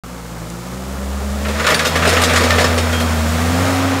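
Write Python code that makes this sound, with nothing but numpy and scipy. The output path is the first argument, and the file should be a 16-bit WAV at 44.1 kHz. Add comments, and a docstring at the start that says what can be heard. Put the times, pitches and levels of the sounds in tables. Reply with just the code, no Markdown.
"""A gas forklift pulls away across a paved yard, its transmission whining faintly, tyres hissing on wet grit.
The engine speeds up and grows louder: the exhaust drones at the firing rate, the belt-driven fan hums
and rushes. From about 1.4 s to 3 s the hard tyres cross a drain and rough asphalt; forks, carriage and
mast chains clatter, echoing off ground and shed wall. It passes close by, revving, steel still jiggling."""
import sys
import numpy as np
from scipy import signal
from scipy.fft import rfft, irfft
from scipy.io import wavfile

SR = 44100
rng = np.random.default_rng(int(sys.argv[2]) if len(sys.argv) > 2 else 0)


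def log_audio(samples):
    """Write samples as a 16-bit WAV file to the path given in sys.argv[1]."""
    # one column per channel
    frames = np.atleast_2d(samples).T
    # limit to full scale, then quantise
    limited = np.clip(frames, -1, 1)
    pcm = np.round(limited * 32767).astype(np.int16)
    wavfile.write(sys.argv[1], SR, pcm)


N = 176400
TIME = np.arange(N) / SR


def from_db(db):
    """Decibels to gain."""
    return 10 ** (np.asarray(db) / 20)


def rms_one(x):
    """Scale to unit rms."""
    return x / np.sqrt(np.mean(x ** 2) + 1e-20)


def in_time(rows, column=1):
    """One column of a curve at every sample."""
    rows = np.array(rows)
    return np.interp(TIME, rows[:, 0], rows[:, column])


def drift(rate_hz):
    """Slow random wander, rms 1."""
    step, settle = 40, 2000
    pole = np.exp(-2 * np.pi * step * rate_hz / SR)
    noise = rng.standard_normal(N // step + settle + 2)
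    slow = signal.lfilter([1], [1, -2 * pole, pole * pole], noise)[settle:]
    return np.interp(np.arange(N) / step, np.arange(len(slow)), rms_one(slow))


def colour(x, spectrum):
    """Shape a spectrum, keeping the power of white input."""
    hz, db = np.transpose(spectrum)
    bin_hz = np.maximum(np.arange(N + 1) * SR / (2 * N), 1)
    rolloff = np.minimum(bin_hz / hz[0], 1) * np.minimum(hz[-1] / bin_hz, 1)
    gain = from_db(np.interp(np.log(bin_hz), np.log(hz), db)) * rolloff ** 2
    return irfft(rfft(x, 2 * N) * rms_one(gain))[:N]


def contacts(per_s, spread_db):
    """Random clicks of uneven size, rms 1."""
    sizes = from_db(spread_db * np.minimum(rng.exponential(1, N), 4))
    signs = rng.choice([-1, 1], N)
    return rms_one(sizes * signs * (rng.random(N) < per_s / SR))


def ring(x, hz, t60_s):
    """One mode, keeping the power of white input."""
    radius = np.exp(-np.log(1000) / (t60_s * SR))
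    angle = 2 * np.pi * hz / SR
    gain = np.sin(angle) * np.sqrt(2 * (1 - radius * radius))
    return signal.lfilter([0, gain], [1, -2 * radius * np.cos(angle), radius * radius], x + 1e-18)


def tone(phase, level_db, flutter_db, wobble_rad):
    """Machine tone of given rms level, fluttering in level and phase."""
    amplitude = np.sqrt(2) * from_db(level_db + flutter_db * drift(14.3))
    return amplitude * np.cos(phase + wobble_rad * drift(10.3))


def bursts(rows, fade_s):
    """Envelope of instant onsets and exponential fades."""
    return sum(from_db(db) * (TIME >= start) * np.exp(-np.abs(TIME - start) / fade_s)
               for start, db in rows)


# delay_s, level_db
YARD_ECHOES = [(.007, -23.5), (.047, -22.5)]

def yard(x, cutoff_hz=5000):
    """Direct sound plus dull echoes off ground and shed."""
    dull = signal.sosfilt(signal.butter(1, cutoff_hz, fs=SR, output="sos"), x)
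    return x + sum(from_db(db) * np.interp(TIME - delay, TIME, dull, left=0) for delay, db in YARD_ECHOES)


# time_s, level_db
WHISTLE_LEVEL = [(0, -56), (.4, -50), (.9, -60)]

def whistle():
    """Faint airy whistle while pulling away."""
    return from_db(in_time(WHISTLE_LEVEL)) * ring(rng.standard_normal(N), hz=2170, t60_s=.018)


# time_s, pitch_hz, level_db
GEAR_WHINE = [(0, 230.7, -43), (.25, 283, -47), (.5, 333.7, -38.5), (.9, 391, -48.5), (1.3, 418, -70)]

def transmission():
    """Gear whine rising with road speed."""
    phase = 2 * np.pi * np.cumsum(in_time(GEAR_WHINE)) / SR
    return tone(phase, in_time(GEAR_WHINE, column=2), flutter_db=2, wobble_rad=.4)


# start_s, level_db
GRIT_SNAP = [(.501, -28)]
# freq_hz, gain_db
SNAP_SPECTRUM = [(3500, -18), (6500, 3), (8500, -2), (14000, -16)]

def grit_snap():
    """Grit crushed under a tyre: one tiny bright burst."""
    return colour(bursts(GRIT_SNAP, fade_s=0.0023) * rng.standard_normal(N), SNAP_SPECTRUM)


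# time_s, level_db
HISS_LEVEL = [(0, -41.5), (.5, -39), (1.1, -37), (1.5, -34), (2.2, -33), (2.9, -31.5), (3.35, -30),
              (3.7, -29), (4, -34.5)]
# freq_hz, gain_db
HISS_SPECTRUM = [(900, -14), (2000, 0.5), (3200, -1), (5000, -1.5), (7500, -1), (10000, -6), (15500, -11)]

def hiss(firing_phase, throb=0.17, grit=0.77):
    """Engine bay and tyres on wet asphalt hiss; wet grit crackles."""
    smooth = rng.standard_normal(N) * (1 + throb * np.cos(firing_phase))
    crackle = grit * contacts(per_s=3000, spread_db=1.5)
    return colour(rms_one(smooth + crackle), HISS_SPECTRUM) * from_db(in_time(HISS_LEVEL))


# time_s, level_db
RUSH_LEVEL = [(0, -35), (.5, -35.5), (1, -31), (1.4, -30.5), (2, -22), (2.8, -23.5), (3.35, -25),
              (3.7, -21.5), (4, -24)]
# freq_hz, gain_db
RUSH_SPECTRUM = [(60, -24), (130, 0.5), (200, 3), (340, -3), (540, 2), (800, -0.5), (950, -2.5), (1280, -1),
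                 (2000, -13), (4000, -37), (16000, -41)]

def rush(firing_phase, throb=0.078, flicker_db=1.3):
    """Engine and fan noise, throbbing with each firing."""
    air = rng.standard_normal(N) * (1 + throb * np.cos(firing_phase))
    return colour(air, RUSH_SPECTRUM) * from_db(in_time(RUSH_LEVEL) + flicker_db * drift(23))


# time_s, level_db
BLADE_LEVEL = [(0, -38), (.5, -32.5), (1, -30.5), (1.5, -25.5), (1.9, -35), (2.3, -24.5), (3.1, -24.5),
               (3.7, -21), (4, -20)]
# blade_rate_multiple, offset_db
BLADE_HARMONICS = [(2, -16), (3, -15)]

def fan(firing_phase, blades_per_firing=23 / 8):
    """Blade tone and harmonics, out of step with the firings because of the belt."""
    phase = blades_per_firing * firing_phase
    level_db = in_time(BLADE_LEVEL)
    hum = tone(phase, level_db, flutter_db=.8, wobble_rad=.1)
    return hum + sum(tone(multiple * phase, level_db + offset_db, flutter_db=2, wobble_rad=0.74)
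                     for multiple, offset_db in BLADE_HARMONICS)


# Exhaust harmonics 1, 2, 4: time_s, level_db
DRONE_LEVEL = [(0, -37.5), (.48, -34), (.6, -39), (.8, -31), (1.1, -23.5), (1.56, -21), (1.7, -33.5),
               (2.05, -20.5), (2.5, -19), (3.3, -18), (3.65, -20), (4, -23.5)]
OCTAVE_LEVEL = [(0, -41), (.75, -33), (1.1, -46), (1.5, -37.5), (1.9, -30), (3.1, -34), (3.55, -24.5),
                (4, -57)]
FOURTH_LEVEL = [(0, -50), (.85, -38), (1.2, -46.5)]
# firing_rate_multiple, level_re_rush_db
WEAK_ORDERS = [(3, -12), (7, -23), (8, -14)]

def exhaust(firing_phase):
    """Firing pulses make a drone, its octave and rougher upper orders."""
    drone = tone(firing_phase, in_time(DRONE_LEVEL), flutter_db=1, wobble_rad=.04)
    octave = tone(2 * firing_phase, in_time(OCTAVE_LEVEL), flutter_db=2, wobble_rad=0.28)
    fourth = tone(4 * firing_phase, in_time(FOURTH_LEVEL), flutter_db=1, wobble_rad=0.71)
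    rush_db = in_time(RUSH_LEVEL)
    weak = sum(tone(multiple * firing_phase, rush_db + db, flutter_db=4, wobble_rad=0.68)
               for multiple, db in WEAK_ORDERS)
    return drone + octave + fourth + weak


KNOCK_RISE_S, KNOCK_FADE_S, CONTACTS_PER_S = 0.00083, 0.019, 1500
# start_s, pitch_hz, level_db, t60_s
STEEL_PINGS = [(1.745, 4580, -10, 0.049), (1.746, 9350, -20.5, 0.16), (2.221, 3772, -25, 0.75),
               (2.358, 6970, -20, 0.11), (2.506, 1798, -13, 0.34), (2.641, 5280, -20, 0.16),
               (2.931, 3224, -22, 0.63)]

def pings():
    """Cleanly struck chain links and fork tips ring out."""
    out = np.zeros(N)
    for start, hz, db, t60_s in STEEL_PINGS:
        age = np.maximum(TIME - start, 0)
        envelope = (1 - np.exp(-age / KNOCK_RISE_S)) * np.exp(-np.log(1000) * age / t60_s)
        out += from_db(db) * envelope * np.sin(2 * np.pi * hz * age)
    return out


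# start_s, level_db
FORK_SLAMS = [(1.667, -11), (1.745, -11), (1.793, -14.5), (2.236, -19), (2.506, -11)]

def fork_slams(clink_db=-2):
    """A fork hits its stop with dry, hard cracks."""
    force = bursts(FORK_SLAMS, fade_s=0.0055)
    clank = colour(force * rng.standard_normal(N), CLANK_SPECTRUM)
    clink = colour(force * rng.standard_normal(N), CLINK_SPECTRUM)
    return clank + from_db(clink_db) * clink


def loose_parts(starts_s, levels_db, range_hz, t60_s, count):
    """Each knock rings a few parts at random pitches, the higher the weaker."""
    out, age = np.zeros(N), TIME[:SR // 4]
    for start, db in zip(starts_s, levels_db):
        hz = np.exp(rng.uniform(*np.log(range_hz), (count, 1)))
        lag_s = rng.uniform(0, KNOCK_FADE_S / 2, (count, 1))
        since = np.maximum(age - lag_s, 0)
        envelope = np.sqrt(range_hz[0] / hz) * np.exp(-np.log(1000) * since / t60_s)
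        rings = envelope * np.sin(2 * np.pi * hz * since)
        i = int(start * SR)
        out[i:i + len(age)] += from_db(db) * rings.sum(axis=0)[:N - i]
    return out


def brackets_and_chains():
    """Carriage brackets clang and chain links jingle at each fork knock."""
    starts_s, level_db, _, clink_offset_db = np.transpose(FORK_KNOCKS)
    brackets = loose_parts(starts_s, level_db - 12, range_hz=(1147, 3022), t60_s=.11, count=4)
    links = loose_parts(starts_s, level_db + clink_offset_db - 7, range_hz=(2540, 12850), t60_s=.15, count=8)
    return brackets + links


def rattle(force, t60_s=0.031, tail_db=-1.5):
    """Uneven contacts, then the dense after-ring of many small parts."""
    pole = np.exp(-2 * np.log(1000) / (t60_s * SR))
    tail = np.sqrt(signal.lfilter([1 - pole], [1, -pole], force ** 2))
    hits = force * contacts(CONTACTS_PER_S, spread_db=1)
    return hits + from_db(tail_db) * tail * rng.standard_normal(N)


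def struck_mode(force, hz, t60_s, uneven_db=4, pitch_spread=0.0212):
    """Three like parts, unevenly struck, ring at slightly different pitches."""
    detune = pitch_spread * (np.arange(3) - 1 + rng.uniform(-0.63, 0.74, 3)) / 2
    out = np.zeros(N)
    for part_hz in hz * (1 + detune):
        hits = force * from_db(uneven_db * drift(13)) * contacts(CONTACTS_PER_S, spread_db=4.5)
        out += ring(hits, part_hz, t60_s)
    return out / np.sqrt(3)


# time_s, level_db
JIGGLE_LEVEL = [(0, -59), (1.3, -44), (1.55, -28.5), (1.7, -23.5), (1.92, -25.5), (2.1, -20.5),
                (2.6, -20.5), (2.8, -27), (3.3, -29), (3.7, -26), (4, -26)]

def shaking(starts_s, levels_db, jiggle_db):
    """Force envelope: knocks swell and fade over the steady jiggling of chains and forks."""
    power = from_db(in_time(JIGGLE_LEVEL) + jiggle_db) ** 2
    age = TIME[:SR // 4]
    knock = (1 - np.exp(-age / KNOCK_RISE_S)) * np.exp(-age / KNOCK_FADE_S)
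    for start, db in zip(starts_s, levels_db):
        i = int(start * SR)
        power[i:i + len(age)] += (from_db(db) * knock[:N - i]) ** 2
    return np.sqrt(power)


# start_s, level_db, thud_offset_db, clink_offset_db
FORK_KNOCKS = [(1.449, -16.5, -8, -28), (1.484, -17.5, 1, -13.5), (1.5947, -11, -19, -18),
               (1.6425, -9, -10.5, -24), (1.6667, -5, -17, -15), (1.6863, -9, -11.5, -12.5),
               (1.701, -7.5, -24, -12), (1.715, -6.5, -6, -19), (1.741, -11.5, -6.5, -13),
               (1.7938, -9, -18, -14), (1.8491, -9.5, -17, -7.5), (1.867, -21, 5, 1),
               (1.9553, -7, -7.5, -15.5), (2.0224, -8.5, -9, -34), (2.051, -6.5, -13, -17),
               (2.0724, -9.5, 0, -8.5), (2.09, -10.5, -20, -8), (2.127, -11, -2, -8),
               (2.166, -6.5, -9.5, -18), (2.2164, -10, -25, -7.5), (2.2346, -21, 3, 6),
               (2.2953, -8.5, -19, -14.5), (2.3331, -10.5, -10, -10.5), (2.358, -6, -26, -10.5),
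               (2.3714, -14, -19, -6.5), (2.4054, -14.5, 2.5, -8), (2.4376, -13, 1, -7.5),
               (2.503, -11, -19, -22), (2.582, -7, -6, -14.5), (2.605, -15, 4.5, -6),
               (2.6415, -8.5, -3.5, -12), (2.7777, -12, -5, -8), (2.9275, -14.5, -5.5, -12.5),
               (3, -15.5, -9, -7.5)]
# Steelwork registers: freq_hz, gain_db
THUD_SPECTRUM = [(30, -21), (150, -10), (340, -10), (490, 2), (640, -4.5), (850, -12.5), (1500, -25)]
CLANK_SPECTRUM = [(500, -20), (900, -9), (1200, 2), (1900, 1), (2600, -2.5), (3600, -10), (7000, -29)]
CLINK_SPECTRUM = [(1800, -46), (3400, 4.5), (4600, 1.5), (7500, -2), (10000, -12.5), (13500, -12.5),
                  (16000, -27)]
# Forks and mast: pitch_hz, level_db, t60_s
STEEL_MODES = [(494, -12, 0.59), (627, -9.5, 0.22), (981, -14, 0.6), (1185, -11, 0.14), (1800, -15, 0.3),
               (3227, -9, 0.23), (3767, -10.5, 0.39), (4440, -10, 0.35), (5264, -8, 0.22), (6950, -9, 0.13),
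               (9140, -11, 0.076), (13800, -21, .1)]

def forks(thud_db=-2.5, clank_db=-8, clink_db=-2, ring_db=-2, clink_above_hz=3000):
    """Forks knock in the carriage: steel contacts sound three registers and ring the modes."""
    starts_s, level_db, thud_offset_db, clink_offset_db = np.transpose(FORK_KNOCKS)
    thud = shaking(starts_s, level_db + thud_offset_db + thud_db, jiggle_db=-5.5)
    clank = shaking(starts_s, level_db + clank_db, jiggle_db=-2.5)
    clink = shaking(starts_s, level_db + clink_offset_db + clink_db, jiggle_db=-9.5)
    registers = (thud, THUD_SPECTRUM), (clank, CLANK_SPECTRUM), (clink, CLINK_SPECTRUM)
    body = sum(colour(rattle(force), spectrum) for force, spectrum in registers)
    rings = sum(from_db(db) * struck_mode(clink if hz > clink_above_hz else clank, hz, t60_s)
                for hz, db, t60_s in STEEL_MODES)
    return body + from_db(ring_db) * rings


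# time_s, firing_rate_hz
ENGINE_SPEED = [(0, 60.3), (.18, 60.7), (.42, 57.2), (.78, 65.8), (1.02, 68), (1.5, 73.1), (1.72, 79),
                (2.17, 85.2), (2.45, 84), (2.65, 84.8), (3.01, 83.8), (3.23, 79.6), (3.45, 85.4),
                (3.64, 93), (4, 93.3)]

def scene():
    """Engine, tyres and echoing clatter of the passing forklift, mono."""
    phase = 2 * np.pi * np.cumsum(in_time(ENGINE_SPEED)) / SR
    engine = exhaust(phase) + fan(phase) + transmission() + whistle() + rush(phase)
    tyres = hiss(phase) + grit_snap()
    clatter = forks() + fork_slams() + brackets_and_chains() + pings()
    return (engine + tyres + yard(clatter))[None]


def record(dry, ceiling=0.79, start_s=.036, cutoff_hz=15700):
    """Rounded peaks, a brief opening silence, steep low-pass."""
    rounded = dry / (1 + (dry / ceiling) ** 4) ** (1 / 4)
    lowpass = signal.ellip(12, .1, 80, cutoff_hz, fs=SR, output="sos")
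    return signal.sosfilt(lowpass, rounded * (TIME >= start_s))


dry = scene()
out = record(dry)
log_audio(out)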